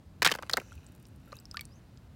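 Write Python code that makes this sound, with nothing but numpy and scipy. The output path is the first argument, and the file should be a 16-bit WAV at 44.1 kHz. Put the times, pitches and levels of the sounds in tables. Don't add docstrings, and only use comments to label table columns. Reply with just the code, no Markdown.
import sys
import numpy as np
from scipy import signal
from scipy.fft import rfft, irfft
from scipy.io import wavfile
from scipy.ndimage import uniform_filter1d

SR = 44100
rng = np.random.default_rng(int(sys.argv[2]) if len(sys.argv) > 2 else 0)


def generate_wav(sig):
    pcm = np.round(np.clip(np.atleast_2d(sig).T, -1, 1) * 32767).astype(np.int16)
    wavfile.write(sys.argv[1], SR, pcm)


N = 94815
T = np.arange(N) / SR
HIT_T = T[:SR // 6]


def amp(db):
    return 10 ** (np.asarray(db) / 20)


def unit(x):
    return x / np.sqrt(np.mean(x ** 2) + 1e-30)


def curve(rows, column=1):
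    rows = np.array(rows)
    return np.interp(T, rows[:, 0], rows[:, column])


def swell(peak_s, sigma_s):
    return np.exp(-((T - peak_s) / sigma_s) ** 2 / 2)


def band(x, hz, width):
    top_hz = min(hz * np.exp(width / 2), SR / 2 - 100)
    sos = signal.butter(2, [top_hz * np.exp(-width), top_hz], "band", fs=SR, output="sos")
    return signal.sosfilt(sos, x)


def colour(x, spectrum):
    hz, db = np.array(spectrum).T
    bins_hz = np.maximum(np.fft.rfftfreq(len(x), 1 / SR), 1)
    gain = amp(np.interp(np.log(bins_hz), np.log(hz), db))
    return unit(irfft(rfft(x) * gain, len(x)))


def add(out, start_s, sound):
    i = max(int(start_s * SR), 0)
    out[i:i + len(sound)] += sound[:N - i]


def echoes(x, rows):
    out = x.copy()
    for delay_s, db in rows:
        add(out, delay_s, amp(db) * x)
    return out


def grains(grain, per_s, spread_db):
    impulses = (rng.random(N) < per_s / SR) * rng.choice([-1, 1], N)
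    sizes = amp(spread_db * np.clip(rng.standard_normal(N), -2, 2))
    return signal.fftconvolve(impulses * sizes, grain)[:N]


def fade(t60_s, hold_s=0):
    return np.exp(-np.log(1000) * np.maximum(HIT_T - hold_s, 0) / t60_s)


def noise_decay(t60_s, hold_s=0):
    return rng.standard_normal(len(HIT_T)) * fade(t60_s, hold_s)


def burst(hz, width, t60_s, hold_s=0):
    x = band(noise_decay(t60_s, hold_s), hz, width)
    return x / np.sqrt(np.sum(x ** 2) / (.005 * SR))


def ring(hz, t60_s, rise_s, glide_oct_per_s=0):
    pitch_hz = hz * 2 ** (glide_oct_per_s * .02 * np.tanh(HIT_T / .02))
    return np.sin(2 * np.pi * np.cumsum(pitch_hz) / SR) * fade(t60_s) * (1 - np.exp(-HIT_T / rise_s))


# freq_hz, gain_db
AIR_SPECTRUM = [(15, -51), (25, -21.5), (55, -2.5), (120, -1.5), (145, -6.5), (256, -12), (416, -23.5),
                (560, -24), (1100, -30), (1330, -32), (2110, -36.5), (2610, -39), (5000, -41), (5430, -44),
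                (16000, -51.5)]


def air():
    return amp(-53) * colour(rng.standard_normal(N), AIR_SPECTRUM)


# time_s, level_db
WASH_ENVELOPE = [(0, -97), (.2, -75), (.45, -67.5), (.62, -63), (.8, -64.5), (.95, -68.5), (1.2, -73.5),
                 (1.33, -62.5), (1.45, -71), (1.62, -66.5), (1.75, -71), (2.15, -75)]
# freq_hz, gain_db
WASH_SPECTRUM = [(300, 2), (600, -5), (1400, -4.5), (3500, -10.5), (9000, -20), (16000, -25.5)]


def wash():
    splashes = grains(noise_decay(t60_s=.013), per_s=1500, spread_db=4.5)
    return colour(splashes, WASH_SPECTRUM) * amp(curve(WASH_ENVELOPE))


# centre_hz, level_db, t60_s
HEAP_BANDS = [(900, -13.5, .022), (1300, -13.5, 0.039), (1900, -6, 0.024), (2850, -7.5, 0.02),
              (4300, -4.5, 0.014), (5940, -10, 0.02), (8500, -10.5, 0.01), (13300, -15, .013)]


def heap_clack(tilt_db_per_oct):
    clack = sum(amp(db + tilt_db_per_oct * np.log2(hz / 3000)) * burst(hz, .4, t60_s, hold_s=.0013)
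                for hz, db, t60_s in HEAP_BANDS)
    crack = amp(-14 + tilt_db_per_oct) * burst(hz=6884, width=3.4, t60_s=.003)
    return clack + crack


# freq_ratio, level_db
HOLLOW_PARTIALS = [(1, 2), (1.125, -9.5), (2.5, -21)]


def shell_hollow(hz):
    tone = sum(amp(db) * ring(hz * ratio, t60_s=.012, rise_s=.0005) for ratio, db in HOLLOW_PARTIALS)
    chatter = amp(-12.5) * burst(hz, width=.4, t60_s=.016)
    return tone + chatter


# centre_hz, level_db, t60_s
BASIN_BANDS = [(179, -11.5, 0.0507), (319, -9.5, 0.029), (496.5, -2.5, 0.015), (680, -23.5, 0.066)]


def basin_thud(clack_db):
    medium_clack_db = -31
    bass_db_per_oct = .25 * (clack_db - medium_clack_db)
    return sum(amp(db + bass_db_per_oct * np.log2(500 / hz)) * burst(hz, .45, t60_s)
               for hz, db, t60_s in BASIN_BANDS)


# start_s, clack_db, tilt_db_per_oct, hollow_hz, hollow_db, thud_db
SHELL_CONTACTS = [(0.2206, -22, -4.5, 1810, -14, -32), (0.2274, -23, -1.5, 1910, -23, -37.5),
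                  (0.2474, -20, -2.5, 1120, -50, -57), (0.2524, -23.5, -0.5, 1410, -20, -56),
                  (0.2558, -27.5, 2, 4430, -21, -34), (0.2612, -20.5, -4, 1884, -6.5, -29),
                  (0.2637, -25, -4.5, 3300, -11.5, -48), (0.273, -21.5, -1.5, 1820, -16.5, -57),
                  (0.2853, -39.5, -4.5, 2670, -25.5, -64), (0.2919, -45, -7, 1870, -22.5, -65),
                  (0.299, -45, 1.5, 4900, -35, -72), (.3085, -40, 0, 1170, -23, -41.5),
                  (.3153, -26.5, -2.5, 5440, -26.5, -31), (.3203, -31.5, 0, 3100, -21.5, -44),
                  (0.3385, -39, -3, 1520, -34, -55), (0.349, -52, 8.5, 1300, -58, -71),
                  (.351, -39, -7, 1550, -29, -38), (0.358, -57, 9, 1310, -69, -53),
                  (0.3868, -46, -9.5, 1290, -34, -38), (.4245, -47, 1, 1070, -34, -49.5),
                  (.431, -47, -8.5, 1460, -35, -42.5), (0.4963, -31.5, -1, 1580, -25, -45.5),
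                  (0.5121, -48, 5.5, 5200, -38, -48), (0.5269, -55, 8, 1600, -33, -43),
                  (.5353, -39, 5.5, 3850, -17.5, -38.5), (0.534, -45, -7, 4340, -17, -56),
                  (0.5379, -51.5, -5, 1420, -24, -31.5), (.570, -36, 6, 1430, -20.5, -37),
                  (.574, -45, -15.5, 1845, -16, -31), (0.5804, -53, 1, 1100, -29, -33.5),
                  (0.5995, -54, 3.5, 2350, -33, -47), (.615, -73, 10, 1400, -43, -48.5)]
# delay_s, gain_db
BASIN_WALL_ECHOES = [(.00228, -14), (.00456, -16.5)]


def shells(thud_lag_s=.0013):
    impacts, hollows = np.zeros(N), np.zeros(N)
    for start_s, clack_db, tilt_db_per_oct, hollow_hz, hollow_db, thud_db in SHELL_CONTACTS:
        add(impacts, start_s, amp(clack_db) * heap_clack(tilt_db_per_oct))
        add(hollows, start_s, amp(hollow_db) * shell_hollow(hollow_hz))
        add(impacts, start_s + thud_lag_s, amp(thud_db) * basin_thud(clack_db))
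    return impacts + echoes(hollows, BASIN_WALL_ECHOES)


# time_s, level_db
RUSTLE_ENVELOPE = [(.22, -66), (.24, -51), (.28, -47), (.33, -49), (.365, -56), (.405, -65), (.44, -62),
                   (.47, -60), (.49, -67), (.56, -63), (.59, -57), (.63, -70), (.7, -90)]
# freq_hz, gain_db
RUSTLE_SPECTRUM = [(200, -4.5), (500, -0.5), (1500, -3.5), (3000, -8.5), (6000, -17), (10000, -20),
                   (16000, -26.5)]


def rustle():
    clicks = grains(noise_decay(t60_s=.008), per_s=400, spread_db=3.5)
    gate = T > RUSTLE_ENVELOPE[0][0]
    return colour(clicks, RUSTLE_SPECTRUM) * amp(curve(RUSTLE_ENVELOPE)) * gate


# time_s, level_db
HISS_ENVELOPE = [(.35, -100), (.6, -70), (.68, -67.5), (.78, -75.5), (.98, -100)]
# centre_hz, log_width, gain_db
HISS_NOISE_BANDS = [(5900, .12, -1.5), (6765, 0.24, -5.5)]


def hiss():
    noise = sum(amp(db) * unit(band(rng.standard_normal(N), hz, width))
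                for hz, width, db in HISS_NOISE_BANDS)
    return amp(curve(HISS_ENVELOPE)) * noise


# start_s, pitch_hz, bubble_db, t60_s, glide_oct_per_s, splash_hz, splash_db
WATER_DROPS = [(.7105, 2630, -52, .015, -16, 3000, -83), (0.7207, 1400, -42.5, 0.029, -5, 6900, -68),
               (.7285, 3300, -51, .01, -18, 5900, -60.5), (0.7537, 7600, -54, .01, -26, 11000, -63),
               (.778, 2623, -50.5, 0.032, -12, 3080, -65), (.8655, 8200, -45.5, .01, -4, 5500, -61),
               (1.054, 5510, -46.5, 0.0059, 10.5, 4650, -64.5),
               (1.0855, 9370, -57.5, 0.0073, 3, 11900, -71), (1.1605, 9500, -64.5, .008, -3, 11970, -67.5),
               (1.257, 12540, -58, .008, 2.5, 12900, -77.5), (1.2817, 11500, -59, .012, -14.5, 13100, -71),
               (1.276, 1350, -56.5, .12, 0.5, 1185, -69), (1.3203, 4160, -43.5, 0.019, -1, 6000, -68.5),
               (1.3224, 1140, -45.5, 0.035, 16.5, 1400, -57), (1.3267, 561, -40.5, 0.03, -7.5, 5370, -56.5),
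               (1.329, 1180, -33, 0.017, 7, 1910, -58.5), (1.341, 2480, -57.5, 0.12, 7, 3000, -69.5),
               (1.3552, 6300, -46, 0.0078, 4, 9500, -64), (1.3645, 13300, -59, .008, -6.5, 12000, -69),
               (1.368, 3820, -46, 0.016, 8, 9800, -57), (1.3882, 4920, -41.5, 0.012, 0, 7000, -76),
               (1.4003, 7630, -49.5, 0.0098, 17, 11000, -58.5), (1.4549, 5290, -34, 0.0054, 16, 7900, -64),
               (1.5128, 5050, -30, 0.0085, 9.5, 8000, -55), (1.5408, 12500, -53, .006, -1, 9000, -61),
               (1.5442, 1250, -35.5, 0.06, 19, 2940, -54.5), (1.5603, 4900, -57, 0.0088, -5.5, 8000, -62.5),
               (1.5706, 4520, -21.5, 0.0062, 10, 3400, -38), (1.57, 1824, -28.5, 0.017, -4, 9400, -59),
               (1.573, 1167, -44.5, 0.093, 3, 1500, -55), (1.5937, 2320, -31, 0.017, -6.5, 4120, -49.5),
               (1.6097, 4400, -37, 0.021, 5, 10300, -43), (1.610, 2280, -46.5, 0.065, -1, 3100, -44.5),
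               (1.616, 5530, -53, 0.011, 32, 12000, -70), (1.6533, 8470, -39.5, 0.0092, 0, 7000, -50),
               (1.7562, 6360, -61.5, 0.041, 4, 10000, -78), (1.9742, 4950, -51.5, .011, 0, 5030, -64)]
# delay_s, gain_db
DRIP_ECHOES = [(.0021, -18), (.0034, -13), (.0052, -19)]


def drips():
    out = np.zeros(N)
    for start_s, pitch_hz, bubble_db, t60_s, glide_oct_per_s, splash_hz, splash_db in WATER_DROPS:
        bubble = ring(pitch_hz, t60_s, rise_s=.0001, glide_oct_per_s=glide_oct_per_s)
        splash = burst(splash_hz, width=.79, t60_s=.0035)
        add(out, start_s, amp(bubble_db) * bubble + amp(splash_db) * splash)
    return echoes(out, DRIP_ECHOES)


# peak_s, level_db
RUMBLE_PEAKS = [(.78, -47.5), (1.569, -50)]


def rumble():
    envelope = sum(amp(db) * swell(peak_s, sigma_s=.042) for peak_s, db in RUMBLE_PEAKS)
    return envelope * unit(band(rng.standard_normal(N), hz=76.2, width=.39))


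def fizz():
    pops = grains(burst(hz=10400, width=1, t60_s=.012), per_s=60, spread_db=6)
    return amp(-74.5) * unit(pops) * swell(peak_s=.99, sigma_s=.2)


# time_s, pitch_hz, level_db
WHISTLE_CONTOUR = [(1.64, 4330, -68), (1.685, 4470, -82), (1.725, 5020, -63.5), (1.755, 6100, -72),
                   (1.79, 6380, -70)]


def whistle():
    jitter = unit(uniform_filter1d(rng.standard_normal(N), size=30))
    pitch_hz = curve(WHISTLE_CONTOUR) * (1 + .031 * jitter)
    gate = (T > WHISTLE_CONTOUR[0][0]) * (T < WHISTLE_CONTOUR[-1][0])
    return np.sin(2 * np.pi * np.cumsum(pitch_hz) / SR) * amp(curve(WHISTLE_CONTOUR, column=2)) * gate


def open_air_tail(x):
    onset = 1 - fade(t60_s=.04)
    scatter = band(noise_decay(t60_s=.16) * onset, hz=1500, width=6.9)
    return signal.fftconvolve(x, scatter / np.sqrt(np.sum(scatter ** 2)))[:N]


def scene():
    near = shells() + drips()
    near += amp(-26.5) * open_air_tail(near)
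    return (near + rustle() + wash() + fizz() + air() + rumble() + hiss() + whistle())[None]


def record(dry):
    cutoff_hz = 15900
    return signal.sosfilt(signal.ellip(8, .2, 70, cutoff_hz, fs=SR, output="sos"), dry)


dry = scene()
out = record(dry)
generate_wav(out)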